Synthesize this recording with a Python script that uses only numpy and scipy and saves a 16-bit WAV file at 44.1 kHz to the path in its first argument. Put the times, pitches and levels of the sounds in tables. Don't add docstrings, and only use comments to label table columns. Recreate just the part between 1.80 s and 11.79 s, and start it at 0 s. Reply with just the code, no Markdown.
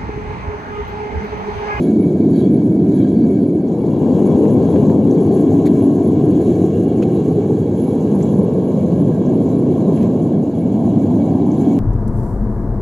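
import sys
import numpy as np
from scipy import signal
from scipy.fft import rfft, irfft, next_fast_len
from scipy.io import wavfile
from scipy.ndimage import uniform_filter1d, minimum_filter1d

SR = 44100
rng = np.random.default_rng(int(sys.argv[2]) if len(sys.argv) > 2 else 0)


def put_to_file(sound):
    columns = np.atleast_2d(sound).T
    safe = np.clip(columns, -1, 1)
    whole_steps = np.round(safe * 32767)
    wavfile.write(sys.argv[1], SR, whole_steps.astype(np.int16))


N = 440549
TIME, BINS = np.arange(N) / SR, np.fft.rfftfreq(next_fast_len(N), 1 / SR)

# t/s, nearness (1 over the lid, 0 a step back), left minus right of the boom/dB
PLACE = [(0, 1, -.1), (1.65, 1, -.1), (2.2, 0, 1.9), (2.8, 0, 1.8), (4.2, 0, .8), (5.4, 0, 0),
         (9.99, 0, -.1)]

# t/s, level/dB, length/s, pitch approached f/Hz
BIRD_CALLS = [(1.879, -56, .014, 6800), (3.3075, -43, .015, 6700), (6.4238, -38.5, .023, 7600),
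              (7.458, -50, .015, 6700), (9.7125, -46.5, .015, 6700)]
# delay/s, level/dB
BIRD_PATHS = [(0, 0), (.0013, -9), (.0037, -10), (.0105, -19), (.031, -14), (.035, -17)]

# t/s, level before trim/dB, decay t60/s, favoured f/Hz
SCRAPES = [(1.9645, -42, .025, 2000), (3.8552, -32, .04, 2800), (3.8578, -29, .025, 6300),
           (3.8605, -33, .05, 1800), (3.861, -37, .07, 11500), (3.8635, -30.5, .035, 5200),
           (3.8695, -30, .045, 2100), (3.87, -38, .03, 9500), (3.874, -33, .035, 4000)]
# f/Hz, width/Hz, level/dB
SCRAP_MODES = [(1400, 400, -7), (1950, 170, 0), (2240, 110, 0), (3520, 240, -2), (4000, 170, -4),
               (4400, 120, -1), (5500, 100, -5), (6710, 300, 0), (7150, 150, -1), (8100, 400, -7),
               (10500, 900, -6), (11800, 700, -5)]
# t/s, level before trim/dB, decay t60/s, favoured f/Hz
KNOCKS = [(2.6535, -32, .022, 1300), (2.93, -42, .06, 1900), (2.958, -36, .04, 1500),
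          (2.9585, -36.5, .04, 2700), (3.0975, -30, .025, 1650), (5.2222, -29.5, .04, 1450),
          (5.2232, -37, .05, 6500), (5.2265, -26.5, .035, 2550), (5.2315, -35.5, .035, 4200),
          (6.4085, -41, .045, 2000), (8.2295, -41, .02, 11000)]
# f/Hz, width/Hz, level/dB
TONGS_MODES = [(1250, 250, -4), (1610, 170, -3), (2030, 170, -3), (2550, 170, 0), (3050, 450, -7),
               (3450, 250, -9), (4050, 170, -5), (4400, 250, -9), (5500, 400, -14), (6750, 500, -7),
               (12600, 1400, -14)]
# middle t/s, 1/e width/s, level/dB, grain rate/(1/s)
TONGS_DRAG = (8.213, .11, -52.5, 260)
BLOW_DB_PER_OCTAVE = 13

# f/Hz, width/Hz, level a step back/dB, level over the lid/dB; before ring trim
TUBE_MODES = [(1625, 66, -6, -7), (2257.7, 68, -7.5, -5.5), (2830, 190, -9.5, -16),
              (3291, 165, -8.5, -11.5), (3903, 170, -11, -10), (4480, 66, -16, -12.5),
              (5470, 170, -26.5, -26.5)]
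# f/Hz, relative density/dB
RUSH_SPECTRUM = [(500, -14), (1300, -3), (1900, -11), (2600, -15), (3600, -19.5), (4250, -14.5),
                 (4900, -20), (5600, -20.5), (7000, -35.5), (10000, -63)]
# f/Hz, relative density/dB
HISS_SPECTRUM = [(3000, -30), (5100, -18), (5400, -12), (5900, -9), (6450, 0), (7000, 0), (7400, -5.5),
                 (7580, -3), (7780, -9.5), (8100, -12), (9700, -11), (10600, -13), (11500, -8.5),
                 (12700, -21), (13350, -17), (13800, -32), (15000, -36)]
# level/dB, change over the lid/dB, flame slope/(dB/dB), surge slope/(dB/dB)
RUSH_LAW = (-54, 1.5, 0.53, 0.86)
HISS_LAW = (-59, -4, 0.67, 1.5)
WHISTLE_LAW = (-63.5, 0, 0.5, 0.9)
# crest t/s, 1/e width/s, strength before the slopes/dB
SURGES = [(0.018, 0.18, 4), (0.603, 0.14, 3), (.95, .25, -1.5), (1.172, 0.16, 3), (1.803, 0.28, -2),
          (2.44, 0.24, 1.5), (2.921, .18, 2), (3.208, 0.094, -3), (3.6, 0.68, 2.2), (3.981, .1, 3.5),
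          (4.743, 0.7, 3), (5.55, 0.92, 1.5), (6.25, 0.61, 2), (7.09, .14, 2), (7.678, .1, 1),
          (8.197, 0.14, 2), (8.62, 0.15, -1.5), (9.872, 0.22, 3.5)]
# crest t/s, 1/e width/s, strength/dB, f/Hz
SINGS = [(.24, .09, 5, 2259), (.575, .09, 5.5, 4475), (.585, .08, 4, 3897), (.65, .14, 7.5, 3287),
         (1.15, .2, -3, 4475), (1.2, .1, 3, 3897), (1.24, .15, 6.5, 3287), (1.41, .1, 6, 4475),
         (1.61, .1, 4, 4475), (2.45, .45, 3.5, 2820), (3.35, .4, -3, 2820), (3.5, .12, 5, 4475),
         (4.12, .1, -5, 2259), (4.69, .08, 4, 3897), (5.15, .8, 4, 2820), (5.85, .3, -3, 2820),
         (7.33, .1, 4, 1628), (8.06, .12, 4, 3897)]
# start t/s, length/s, level before trim/dB
FLARES = [(0.016, 0.064, -52), (0.579, 0.042, -54), (2.45, 0.037, -54), (2.648, 0.032, -56),
          (3.524, 0.093, -53), (4.025, 0.046, -51), (4.23, 0.064, -57), (4.693, 0.046, -57),
          (5.988, 0.15, -53.5), (6.37, 0.093, -55), (6.554, 0.11, -57), (7.203, 0.03, -53),
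          (8.138, 0.041, -56), (9.793, 0.03, -55)]
WHISTLE_HZ, WHISTLE_WIDTH_HZ, FLARE_EDGE_S = 11005, 85, .02
CREST_HZ, OFF_CREST_DB = 3900, 10.5
WAVER_DB = 1.9

# t/s, boom level/dB, rasp level/dB; both before trim
FLAME = [(0, -11.5, -35), (1.5, -12, -36.5), (1.8, -13.5, -39), (2.05, -15, -31.5), (2.5, -9.5, -28),
         (3.1, -10.5, -28), (3.35, -12.5, -31), (3.85, -12.5, -30.5), (4.7, -11, -33.5), (5, -12.5, -37),
         (5.35, -12, -32.5), (5.95, -13.5, -35), (6.4, -12.5, -31), (7.7, -12, -32.5), (8.2, -13, -29.5),
         (8.72, -14.5, -35.5), (9.2, -11, -32), (9.99, -13, -31.5)]
# f/Hz, relative density/dB
ROAR_NEAR = [(20, -43), (45, -42), (64, -26), (95, -9.5), (125, -6), (200, 2), (280, 0.5), (370, -4.5),
             (520, -15.5), (700, -21.5), (860, -31.5), (1000, -32.5), (1180, -46), (2000, -62)]
# f/Hz, relative density/dB
ROAR_FAR = [(20, -43.5), (42, -41.5), (60, -27), (78, -15.5), (102, -3.5), (124, -5.5), (165, 1.3),
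            (210, 2.0753), (280, 2.37), (335, -2.5), (430, -5), (570, -14), (640, -14.5), (770, -19),
            (880, -25), (1080, -27.5), (1265, -48), (2200, -64)]
# t/s, delay/ms, strength 0-1
REBOUND = [(0, 2.9, .2), (1.7, 2.9, .2), (2.2, 2.1, .22), (3.15, 2.1, .18), (3.5, 2.7, .25),
           (3.9, 2.92, .42), (4.7, 2.8, .42), (5.2, 2.6, .38), (5.7, 2.5, .38), (6.2, 2.2, .24),
           (7.1, 1.8, .24), (7.6, 1.8, .1), (8.3, 2, .18), (8.6, 1.5, .06), (9, 1.18, .44),
           (9.99, 1.15, .54)]
# crest t/s, 1/e width/s, strength/dB, f/Hz
BOOMS = [(.7, 0.3, 2, 290), (1.42, .3, 2, 210), (1.88, 0.26, -5.5, 100), (3.07, 0.2, 3.5, 105),
         (3.45, 0.49, 2.5, 400), (3.9, 0.54, 2, 268), (4.7, .35, 0.5, 390), (4.95, .4, 1.5, 100),
         (5.75, 0.61, 3.5, 119), (6.55, 0.31, 2.5, 166), (7.2, 0.24, 3.5, 163), (8.27, 0.15, 5, 115),
         (8.72, 0.38, -3, 100.5), (9.93, 0.89, 4, 313)]
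# t/s, f/Hz, depth/dB
HOLLOW = [(1.9, 140, 0.5), (2.6, 145, 3.5), (3.1, 175, 0), (4.2, 180.8, 1.5), (4.8, 257, 3.5),
          (5.6, 295, 1.5), (6.4, 290, 2), (7.4, 257.4, -0.5), (8.3, 188, -2.5), (9, 137, 2), (9.45, 186, 2),
          (9.99, 200, 3)]

NOTCH_HZ, NOTCH_WIDTH_HZ, EDGE_HZ = 8980, 1100, 14800


def amp(db):
    return 10 ** (np.asarray(db) / 20)


def unit(x):
    return x / np.sqrt(np.mean(x ** 2) + 1e-20)


def follow(rows):
    s, *columns = np.transpose(rows)
    return [np.interp(TIME, s, column) for column in columns]


def slope(points):
    hz, db = np.transpose(points)
    return amp(np.interp(np.log(BINS + 1), np.log(hz), db))


def peaks(modes, hz):
    power = 0
    for f_hz, width_hz, db in modes:
        power = power + amp(db) ** 2 / (1 + ((hz - f_hz) / (.7 * width_hz)) ** 2) ** 1.5
    return np.sqrt(power)


def colour(x, gain):
    return irfft(rfft(x, next_fast_len(N)) * gain)[..., :N]


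def noise(gain, likeness):
    shared, differing = rng.standard_normal((2, len(BINS))) + 1j * rng.standard_normal((2, len(BINS)))
    side = differing * np.sqrt(np.clip((1 - likeness) / (1 + likeness), 0, 1))
    return unit(irfft(gain * np.array([shared + side, shared - side]))[:, :N])


def flutter(rate_hz):
    steps = rng.standard_normal(N // 64)
    hz = np.fft.rfftfreq(len(steps), 64 / SR)
    slow = irfft(rfft(steps) * hz / (hz + 3) / np.sqrt(1 + (hz / rate_hz) ** 4))
    return unit(np.interp(np.linspace(0, 1, N), np.linspace(0, 1, len(slow)), slow))


def pan(lean_db):
    return amp(np.array([[.5], [-.5]]) * lean_db)


def add(mix, s, sound):
    part = mix[round(s * SR):][:len(sound)]
    part += sound[:len(part)]


def hump(x, centre, width):
    return np.exp(-(2 * (x - centre) / width) ** 2)


def swell(x, rows, octaves, hollow=None, hollow_octaves=.6):
    hz, t, z = signal.stft(x, SR, nperseg=2048, noverlap=1536)
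    pitch = np.log2(hz + 1)[:, None]
    field_db = 0
    for s, length_s, db, f_hz in rows:
        field_db = field_db + db * hump(t, s, length_s) * hump(pitch, np.log2(f_hz), octaves)
    if hollow is not None:
        s, f_hz, depth_db = np.transpose(hollow)
        hollow_pitch = np.interp(t, s, np.log2(f_hz))
        field_db = field_db - np.interp(t, s, depth_db) * hump(pitch, hollow_pitch, hollow_octaves)
    return signal.istft(z * amp(field_db), SR, nperseg=2048, noverlap=1536)[1][:, :N]


def bird():
    start_hz, rise_s, second_ratio, second_db = 4700, .0042, 1.11, -6
    throat_hz, throat_width_hz = 6450, 2000
    out = np.zeros(N)
    for s, db, length_s, top_hz in BIRD_CALLS:
        t = np.arange(0, length_s, 1 / SR)
        glide_hz = top_hz + (start_hz - top_hz) * np.exp(-t / rise_s)
        voices = 0
        for hz, voice_db in [(glide_hz, 0), (second_ratio * glide_hz, second_db)]:
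            throat = peaks([(throat_hz, throat_width_hz, voice_db)], hz)
            voices = voices + throat * np.sin(2 * np.pi * np.cumsum(hz) / SR)
        call = np.sin(np.pi * (t / length_s) ** 0.57) * voices
        for delay_s, path_db in BIRD_PATHS:
            add(out, s + delay_s, amp(db + path_db) * call)
    return out * pan(-1.5)


def touches(rows, modes, trim_db):
    t, hz = np.arange(4096) / SR, np.fft.rfftfreq(4096, 1 / SR)
    out = np.zeros(N)
    for s, db, t60_s, blow_hz in rows:
        grit = np.exp(2j * np.pi * rng.random(len(hz)))
        blow = amp(-BLOW_DB_PER_OCTAVE * abs(np.log2((hz + 1) / blow_hz)))
        ring = unit(irfft(grit * peaks(modes, hz) * blow))
        onset = 1 - np.exp(-t / .0003)
        add(out, s, ring * amp(db + trim_db - 60 * t / t60_s) * onset)
    return out * pan(-2.0)


def tongs_drag(centre_hz=2500, octaves=3):
    s, length_s, db, rate_hz = TONGS_DRAG
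    slips = rng.random(N) < rate_hz / SR
    grains = slips * rng.uniform(.3, 1, N) * rng.choice([-1, 1], N)
    band = hump(np.log2(BINS + 1), np.log2(centre_hz), octaves)
    ring = colour(grains, peaks(TONGS_MODES, BINS) * band)
    return unit(ring) * hump(TIME, s, length_s) * amp(db) * pan(-2.0)


def metal():
    scrapes = touches(SCRAPES, SCRAP_MODES, trim_db=-7.5)
    knocks = touches(KNOCKS, TONGS_MODES, trim_db=-6)
    return scrapes + knocks + tongs_drag()


def surges(late_s=0):
    t = TIME[::64]
    flow_db = sum(db * hump(t, s, length_s) for s, length_s, db in SURGES)
    return np.interp(TIME - late_s, t, flow_db)


def jet_level(law, rasp_share=0.35):
    level_db, near_db, per_flame, per_surge = law
    low_db, upper_db = follow(FLAME)
    near, _ = follow(PLACE)
    share = rasp_share * (1 - near)
    boom_part_db = (1 - share) * (low_db - low_db.mean())
    rasp_part_db = share * (upper_db - np.median(upper_db))
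    flame_db = boom_part_db + rasp_part_db
    return level_db + near_db * near + per_flame * flame_db + per_surge * surges()


def tube(wash_db=-1.1, near_wash_db=-5, flare=1.2, calm_db=3.0, lag_s=0.078, ring_db=-0.45):
    near, _ = follow(PLACE)
    wall_loss = 1 / (1 + (BINS / 8500) ** 8)
    out = noise(slope(RUSH_SPECTRUM) * wall_loss, likeness=.62) * amp(wash_db + near_wash_db * near)
    for hz, width_hz, far_db, near_db in TUBE_MODES:
        ring = noise(peaks([(hz, width_hz, 0)], BINS), likeness=0.78)
        late_s = lag_s * np.log2(CREST_HZ / hz)
        drive = flare * amp(-OFF_CREST_DB * abs(np.log2(hz / CREST_HZ)))
        surge_db = drive * (surges(late_s) - calm_db)
        place_db = far_db + near * (near_db - far_db + surge_db)
        out += ring * amp(ring_db + place_db + WAVER_DB * flutter(7.2))
    return out * amp(jet_level(RUSH_LAW)) * pan(-3.8 - 3 * near)


def whistle_gain(wander_db=3, flicker_db=1.0, flare_db=-1, flare_flicker_db=2.0):
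    idle = amp(jet_level(WHISTLE_LAW) + wander_db * flutter(7) + flicker_db * flutter(30))
    flares = 0
    for s, length_s, db in FLARES:
        inside_s = np.minimum(TIME - s, s + length_s - TIME)
        flares = flares + amp(db) * np.clip(.5 + inside_s / FLARE_EDGE_S, 0, 1)
    return np.hypot(idle, flares * amp(flare_db + flare_flicker_db * flutter(30)))


def gas(gust_db=0.5, hiss_flicker_db=0.95, hiss_wander_db=1.44):
    near, _ = follow(PLACE)
    gusts = gust_db * flutter(25)
    hiss_db = jet_level(HISS_LAW) + gusts + hiss_flicker_db * flutter(30) + hiss_wander_db * flutter(6.7)
    hiss = noise(slope(HISS_SPECTRUM), likeness=0.76) * amp(hiss_db) * pan(-4 - 1.5 * near)
    whistle = noise(peaks([(WHISTLE_HZ, WHISTLE_WIDTH_HZ, 0)], BINS), likeness=0.75)
    whistle = whistle * whistle_gain() * amp(gusts) * pan(-1.5)
    return swell(tube(), SINGS, octaves=0.24) + hiss + whistle


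def rebound(direct, low_hz=195, high_hz=1200):
    delay_ms, strength = follow(REBOUND)
    returned = colour(direct, 1 / (1 + (low_hz / (BINS + 1)) ** 4 + (BINS / high_hz) ** 4))
    delayed = [np.interp(TIME - delay_ms / 1000, TIME, side) for side in returned]
    return strength * np.array(delayed)


def flame(boom_db=-0.25, rasp_db=1, flicker_db=1.5, gust_db=0.8):
    low_db, upper_db = follow(FLAME)
    near, lean_db = follow(PLACE)
    upper_share = 1 / (1 + (580 / (BINS + 1)) ** 8)
    lining_loss = 1 / (1 + (BINS / 7500) ** 6)
    rasp_likeness = 1 - .25 / (1 + (950 / (BINS + 1)) ** 5)
    boom_gain = amp(low_db + boom_db) * pan(lean_db)
    rasp_gain = amp(upper_db + rasp_db + flicker_db * flutter(90) + gust_db * flutter(9))
    rasp_gain = rasp_gain * pan(2.7 * lean_db - .5)
    direct = np.zeros((2, N))
    for spectrum, share in (ROAR_NEAR, near), (ROAR_FAR, 1 - near):
        boom = noise(slope(spectrum) * np.sqrt(1 - upper_share), likeness=.9995)
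        rasp = noise(slope(spectrum) * np.sqrt(upper_share) * lining_loss, likeness=rasp_likeness)
        direct += np.sqrt(share) * (boom * boom_gain + rasp * rasp_gain)
    return direct + rebound(direct)


def scene():
    roar = swell(flame(), BOOMS, octaves=0.99, hollow=HOLLOW)
    return bird() + metal() + gas() + roar


def record(dry):
    off_notch_hz = BINS - NOTCH_HZ
    heard = colour(dry, abs(off_notch_hz) / np.hypot(off_notch_hz, NOTCH_WIDTH_HZ / 2))
    allowed_gain = np.minimum(1, .92 / (abs(heard).max(axis=0) + 1e-9))
    held_gain = minimum_filter1d(allowed_gain, size=801)
    gain = uniform_filter1d(uniform_filter1d(held_gain, size=401), size=401)
    low_pass = signal.firwin(511, EDGE_HZ, window=("kaiser", 9), fs=SR)
    return signal.oaconvolve(heard * gain, low_pass[None], "same")


dry = scene()
out = record(dry)
put_to_file(out)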